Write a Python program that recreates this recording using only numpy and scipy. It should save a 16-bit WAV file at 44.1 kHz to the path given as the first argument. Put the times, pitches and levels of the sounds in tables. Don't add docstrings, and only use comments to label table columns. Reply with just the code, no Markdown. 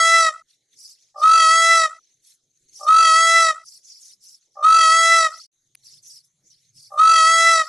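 import sys
import numpy as np
from scipy import signal
from scipy.io import wavfile
from scipy.ndimage import uniform_filter1d

SR = 44100
rng = np.random.default_rng(int(sys.argv[2]) if len(sys.argv) > 2 else 0)


def unload_audio(sound):
    columns = np.transpose(np.atleast_2d(sound))
    steps = np.round(np.clip(columns, -1, 1) * 32767)
    wavfile.write(sys.argv[1], SR, steps.astype(np.int16))


N = 338688


def amp(db):
    return 10 ** (np.asarray(db) / 20)


def evened(x):
    return x / np.sqrt(np.mean(x ** 2) + 1e-20)


def read(points, hz):
    f, value = np.transpose(points)
    return np.interp(np.log(hz + 1), np.log(f + 1), value)


def unit(db):
    gain = amp(db)
    return gain / np.sqrt(np.mean(gain ** 2, axis=0)) / np.sqrt(len(gain))


def wander(count, width_hz):
    z = rng.standard_normal(count) + 1j * rng.standard_normal(count)
    z = signal.sosfilt(signal.butter(4, width_hz, fs=SR, output="sos"), z)
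    return z / np.sqrt(np.mean(abs(z) ** 2))


def drift(t, span_s):
    return evened(uniform_filter1d(rng.standard_normal(len(t)), size=int(span_s / t[1]) + 1))


def patches(hz, t, bins, frames):
    grid = rng.standard_normal((len(t), len(hz))).T
    grid = uniform_filter1d(grid, size=bins, axis=0)
    return evened(uniform_filter1d(grid, size=frames, axis=1))


def noise(shape, size, same):
    hop = size // 4
    hz = np.fft.rfftfreq(size, 1 / SR)[:, None]
    t = np.arange(N // hop + 5) * hop / SR
    a, b, c, d = rng.standard_normal((len(t), len(hz), 4)).T
    same = np.clip(read(same, hz), 0, 1)
    mid = np.sqrt((1 + same) / 2) * (a + 1j * b)
    side = np.sqrt((1 - same) / 2) * (c + 1j * d)
    z = np.array([mid + side, mid - side]) * shape(hz, t)
    out = signal.istft(z, nperseg=size, noverlap=size - hop)[1][:, :N]
    return out * np.sqrt(3 / 2)


# t/s, level/dB (before the waver)
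HUM_LEVELS = [(0, -93.5), (1.5, -89), (2, -94), (3.5, -90), (4.5, -90.5), (5.62, -93), (5.8, -76),
              (6.5, -79), (7.06, -76), (7.68, -88)]
# f/Hz, relative level/dB
AIR_SPECTRUM = [(12, -36), (20, -3.5), (49, -17), (349, -6.5), (931, -20.5), (1620, -19.5), (2170, -12),
                (2680, -21), (3990, -8), (5210, -15), (6430, -1), (8170, -18), (11200, -18), (14600, -54),
                (22000, -120)]
HUM_SWING_DB, AIR_DB = 3.5, -76


def background():
    def shape(hz, t):
        patch = patches(hz, t, bins=30, frames=6)
        hum_band = unit(-30 * np.log10(1 + ((hz - 135) / 28) ** 2) - 12 * (hz < 100))
        hum_db = np.interp(t, *np.transpose(HUM_LEVELS)) + HUM_SWING_DB * drift(t, .1)
        hum = amp(hum_db) * amp(1.4 * patch) * hum_band
        air = amp(AIR_DB + 4.4 * patch) * unit(read(AIR_SPECTRUM, hz))
        return hum + air
    return noise(shape, size=2048, same=[(100, 0.97), (1000, 0.9), (5000, 0.77)])


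# start t/s, length/s, level/dB, resonance start f/Hz, end f/Hz,
#         upper band/dB, lower band/dB (bands re resonance)
RASP_BURSTS = [(0.474, 0.094, -76, 5340, 5600, 1, 6), (0.718, 0.05, -69, 5600, 5800, -2, 3),
               (0.775, 0.17, -49.5, 5630, 4900, -5.5, -37), (0.937, 0.19, -67, 5300, 6060, -15, -8),
               (1.175, 0.21, -47.5, 5230, 5100, -9.5, -19), (1.99, .15, -78.5, 5400, 5600, -24, -1.5),
               (2.228, .13, -65.5, 5630, 5930, 3.5, -6), (2.576, 0.089, -81, 6700, 6700, 2, -5),
               (2.738, 0.18, -49.5, 5800, 5400, -6.5, -21.5), (3.644, 0.16, -52, 5320, 5120, -5, -30),
               (3.839, 0.16, -50, 6030, 4700, -15, -31), (3.989, 0.16, -53, 6120, 5260, -4.5, -16.5),
               (4.216, 0.16, -54, 5700, 5130, -4, -23), (4.4, 0.086, -71.5, 6200, 6000, -16, -9),
               (4.505, 0.13, -68.5, 5650, 5400, -17, -20), (5.272, 0.2, -50, 5430, 4870, -14, -19.5),
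               (5.832, 0.17, -54, 4960, 5150, -8, -17), (6.03, 0.18, -51, 6430, 4760, -7, -22),
               (6.239, 0.034, -67.5, 5200, 5250, 5.5, -20.5), (6.444, .06, -59.5, 5800, 6970, -24, -41),
               (6.505, 0.061, -62, 4740, 4700, -10, -13), (6.564, .14, -71, 5170, 6500, -6, -5),
               (6.747, 0.15, -55, 5200, 4960, -5.5, -22.5), (6.9, 0.13, -72, 5600, 6000, 8.5, -7),
               (7.61, 0.11, -49, 5100, 5100, -11, -14) ]
# f/Hz, relative level/dB
UPPER_BAND = [(3820, -31), (6500, -6.5), (7290, -2.5), (7590, -3), (8390, 0), (8950, -0.5), (9140, -4.5),
              (10100, 2), (11200, -4.5), (14600, -34.5), (22000, -120)]
LOWER_BAND = [(700, -71), (1400, -30), (2000, -12), (2800, -10), (3700, -0.5), (4400, 0.5), (5200, -29.5),
              (7000, -60.5)]
# f/Hz, likeness (0-1)
RASP_LIKENESS = [(2000, 1), (5000, 0.52), (10000, 0.33), (12000, 1)]
RASP_RISE_S, RASP_FALL_S, RASP_EDGE_DB, RASP_WIDTH_HZ = 0.042, 0.052, -12, 800
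FAINT_DB, FAINT_HZ, FAINT_WIDTH_HZ = -81.5, 6430, 350
FAINT_SIDES_DB, FAINT_SWING_DB = -10.5, 7


def rasps():
    start, length, level_db, from_hz, to_hz, upper_db, lower_db = np.transpose(RASP_BURSTS)[:, :, None]

    def shape(hz, t):
        since, left = t - start, start + length - t
        edge = np.maximum(np.maximum(1 - since / RASP_RISE_S, 1 - left / RASP_FALL_S), 0)
        bursts = amp(level_db + RASP_EDGE_DB * np.minimum(edge, 8) ** 2.4)
        faint = amp(FAINT_DB + FAINT_SWING_DB * drift(t, 0.091))
        slide_hz = from_hz + (to_hz - from_hz) * np.clip(since / length, 0, 1)
        level = bursts.sum(0) + faint
        centre_hz = ((bursts * slide_hz).sum(0) + faint * FAINT_HZ) / level
        width_hz = (bursts.sum(0) * RASP_WIDTH_HZ + faint * FAINT_WIDTH_HZ) / level
        upper = (bursts * amp(upper_db)).sum(0) + faint * amp(FAINT_SIDES_DB)
        lower = (bursts * amp(lower_db)).sum(0) + faint * amp(FAINT_SIDES_DB)
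        core = unit(-24 * np.log10(1 + ((hz - centre_hz) / width_hz) ** 2) - 14 * (hz < 4200))
        bands = upper * unit(read(UPPER_BAND, hz)) + lower * unit(read(LOWER_BAND, hz))
        flicker = amp(5.4 * patches(hz, t, bins=2, frames=9) + 0.74 * drift(t, .012))
        return flicker * (level * core + bands)
    return noise(shape, size=256, same=RASP_LIKENESS)


# t/s, peak level/dB
TICK_TIMES = [(5.75, -34.5), (5.7529, -27)]
# f/Hz, relative level/dB, t60/s
TICK_RINGING = [(2400, -6, 0.0046), (4850, -1, 0.002), (10300, 1.5, 0.0039), (13900, -12, .003)]


def ticks():
    t, out = np.arange(600) / SR, np.zeros(N)
    ring = sum(amp(db - 60 * t / t60) * np.sin(2 * np.pi * hz * t) for hz, db, t60 in TICK_RINGING)
    ring *= np.minimum(t / 0.00037, 1)
    for s, db in TICK_TIMES:
        out[round(s * SR):][:len(t)] += amp(db) * ring / abs(ring).max()
    return out


# t/s, pitch f/Hz, partial 1 level/dB, partial 2 level/dB, partial 3 level/dB, treble level/dB
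CRY_COURSE = [(.052, 588, -74, -72, -72, -65), (.07, 593.3, -46, -39, -80, -69.5),
              (.118, 601.2, -37.5, -31, -66, -46.5), (.132, 612.7, -41, -23, -54, -45),
              (.14, 612, -45.5, -13, -45, -27), (0.154, 639, -47.5, -10, -40, -30.5),
              (.26, 659, -40, -10.5, -33.5, -23), (.31, 653.6, -39, -13.5, -29, -21.5),
              (.345, 646.6, -35.5, -13, -20.5, -20), (.39, 643.5, -35.5, -12, -23.5, -20),
              (.45, 656.3, -34.5, -14, -20, -21.5), (.56, 662.2, -28.5, -17.5, -18.5, -19.5),
              (.63, 664.2, -28.5, -15.5, -16.5, -20), (.68, 661.3, -29, -14, -21, -21.5),
              (0.732, 648.5, -29, -18.5, -25, -23.5), (.765, 637, -34, -16.5, -24, -29),
              (.795, 618, -44.5, -37, -45, -44.5), (0.829, 650, -60.5, -34.5, -52.5, -48.5),
              (.885, 654, -62, -55.5, -52, -52), (.905, 640, -96, -49, -68, -67)]
BEAK_SHARES = [(-12, -8, -18.5, -13, -11), (-15, -9.5, -6, -9.5, -13), (-4.5, -15.5, -18.5, -6.5, -8),
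               (-12, -5, -7, -20, -10), (-29.5, -16.5, -9.5, -9, -8), (-16, -9.5, -20.5, -11, -8),
               (-13.5, -14.5, -6, -13, -14.5), (-23, -10, -16.5, -14, -11.5),
               (-24.5, -15.5, -11.5, -15.5, -9), (-13.5, -21.5, -17, -20, -21.5),
               (-23, -17.5, -18, -18, -18.5), (-22, -21, -14.5, -16.5, -18.5),
               (-25, -19, -16.5, -19.5, -17.5)]
POSTURE_TIMES = [.14, .31, .495, .59, .71]
TREBLE_OPEN_S, TREBLE_SHUT_S = 0.13, 0.75
FADE_S, FADE_HALF_S, FADE_DB = .495, .022, -16


def contours(t):
    s, *columns = np.transpose(CRY_COURSE)
    hz, first_db, second_db, third_db, treble_db = (np.interp(t, s, c) for c in columns)
    treble_db = treble_db - 1200 * np.maximum(TREBLE_OPEN_S - t, 0)
    treble_db = treble_db - 60 * np.maximum(t - TREBLE_SHUT_S, 0)
    levels_db = [first_db, second_db, third_db]
    levels_db += [treble_db + np.interp(t, POSTURE_TIMES, db) for db in BEAK_SHARES]
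    levels_db[3] = levels_db[3] + FADE_DB * np.exp(-((t - FADE_S) / FADE_HALF_S) ** 2)
    return hz, levels_db


# t/s, rate f/Hz
THROB_RATE = [(.15, 53.7), (.29, 45), (.45, 45), (.685, 46.3), (.81, 55.4), (.9, 56)]
# t/s, depth in partials 1-2 (0-1), depth above (0-1), pitch swing/Hz
THROB_DEPTH = [(.07, .8, .3, 3), (.125, .7, .3, 3), (.15, .22, .1, 3), (.31, .15, .45, 3),
               (.345, .04, .12, 2.5), (.5, .04, .12, 2), (.66, .03, .1, 1.5), (.77, .3, .3, 3),
               (.9, .45, .3, 3)]
THROB_START_TURNS = .727


def throb(t, hz):
    when, *depths = np.transpose(THROB_DEPTH)
    low_depth, high_depth, swing_hz = (np.interp(t, when, c) for c in depths)
    rate_hz = np.interp(t, *np.transpose(THROB_RATE)) * (t > CRY_COURSE[0][0])
    beat = 2 * np.pi * (THROB_START_TURNS + np.cumsum(rate_hz) / SR)
    turns = np.cumsum(hz + swing_hz * np.cos(beat + 1.9)) / SR
    return beat, low_depth, high_depth, turns


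# t/s, partials 1-2 (0-1), factor per partial number above them
HOARSENESS = [(.12, .25, .17), (.15, .05, .16), (.25, .04, .13), (.36, .012, .03), (.64, .01, .025),
              (.77, .07, .09), (.81, .5, .25)]
# f/Hz, side level/dB re partial
CRY_SPREAD = [(1300, -79), (2000, -47.5), (2700, -25.5), (4000, -19), (7000, -17), (8600, -12.5),
              (10500, -13.5)]
WEAK_THROB_PER_DB = .02


def partials(t, hz, levels_db, beat, low_depth, high_depth, turns):
    when, *kinds = np.transpose(HOARSENESS)
    low_rough, step_rough = (np.interp(t, when, c) for c in kinds)
    mid, side = np.zeros((2, SR))
    for k, db in enumerate(levels_db, 1):
        if k < 3:
            depth, slip, waver_db, hoarse = low_depth, beat, 0, low_rough
        else:
            weak = WEAK_THROB_PER_DB * (db.max() - db) * (t < TREBLE_SHUT_S)
            depth = np.minimum(high_depth + weak, .85)
            slip = beat + 0.55 * rng.standard_normal()
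            waver_db = 2.5 * wander(SR, 12).real
            hoarse = np.tanh(step_rough * k)
        pulse = np.maximum(1 + depth * np.cos(slip), .05) / np.sqrt(1 + depth ** 2 / 2)
        level = np.sqrt(2) * amp(db + waver_db) * pulse
        tone = level * np.exp(2j * np.pi * (k * turns + rng.random()))
        pure = np.sqrt(1 - np.clip(hoarse, 0, 1) ** 2)
        mid += (tone * (pure + hoarse * wander(SR, 70 + 12.0 * k))).real
        side += (tone * amp(read(CRY_SPREAD, k * hz)) * wander(SR, 14)).real
    return mid, side


def breath(turns, second_db, third_db):
    out = np.zeros(SR)
    for k, db, relative_db, width_hz in ((2, second_db, -45, 600), (2, second_db, -25, 192),
                                         (3, third_db, -25, 192)):
        out += amp(db + relative_db) * (np.exp(2j * np.pi * k * turns) * wander(SR, width_hz)).real
    return out


def lead_in(t):
    note = (np.exp(2j * np.pi * 790 * t) * wander(SR, 30)).real
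    return amp(-43.5) * note * np.exp(-((t - .08) / 0.041) ** 2)


def thump(t):
    at_s, hz, db, half_s = .148, 300, -59, .0035
    return amp(db) * np.sin(2 * np.pi * hz * t) * np.exp(-((t - at_s) / half_s) ** 2)


CRY_LOW_HZ, CRY_TOP_HZ = 470, 11000


def cry():
    t = np.arange(SR) / SR
    hz, levels_db = contours(t)
    beat, low_depth, high_depth, turns = throb(t, hz)
    mid, side = partials(t, hz, levels_db, beat, low_depth, high_depth, turns)
    mid += breath(turns, levels_db[1], levels_db[2]) + lead_in(t)
    mid = signal.sosfiltfilt(signal.butter(5, CRY_LOW_HZ, "high", fs=SR, output="sos"), mid)
    mid += thump(t)
    first_s, last_s = CRY_COURSE[0][0], CRY_COURSE[-1][0]
    ends = np.clip((t - first_s) / 0.0056, 0, 1) * np.clip((last_s - t) / 0.0054, 0, 1)
    top = signal.firwin(301, CRY_TOP_HZ, window=("kaiser", 8), fs=SR)
    return signal.oaconvolve(np.array([mid + side, mid - side]) * ends, top[None], "same")


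CRY_TIMES = [-.48, 1.09, 2.74, 4.5, 6.8495]


def peacock():
    one, out = cry(), np.zeros((2, N + 2 * SR))
    for s in CRY_TIMES:
        at = round((s + 1) * SR)
        out[:, at:at + one.shape[1]] += one
    return out[:, SR:SR + N]


HUSH_FROM_S, HUSH_TO_S = 5.468, 5.515


def scene():
    t = np.arange(N) / SR
    hush = np.clip(np.maximum((HUSH_FROM_S - t) / 0.0074, (t - HUSH_TO_S) / .02), .01, 1)
    return hush * (background() + rasps()) + ticks() + peacock()


EDGE_HZ = 15400


def record(dry):
    dry = dry * np.minimum(np.arange(N) / SR / .002, 1)
    edge = signal.firwin(511, EDGE_HZ, window=("kaiser", 9), fs=SR)
    return signal.oaconvolve(dry, edge[None], "same")


dry = scene()
out = record(dry)
unload_audio(out)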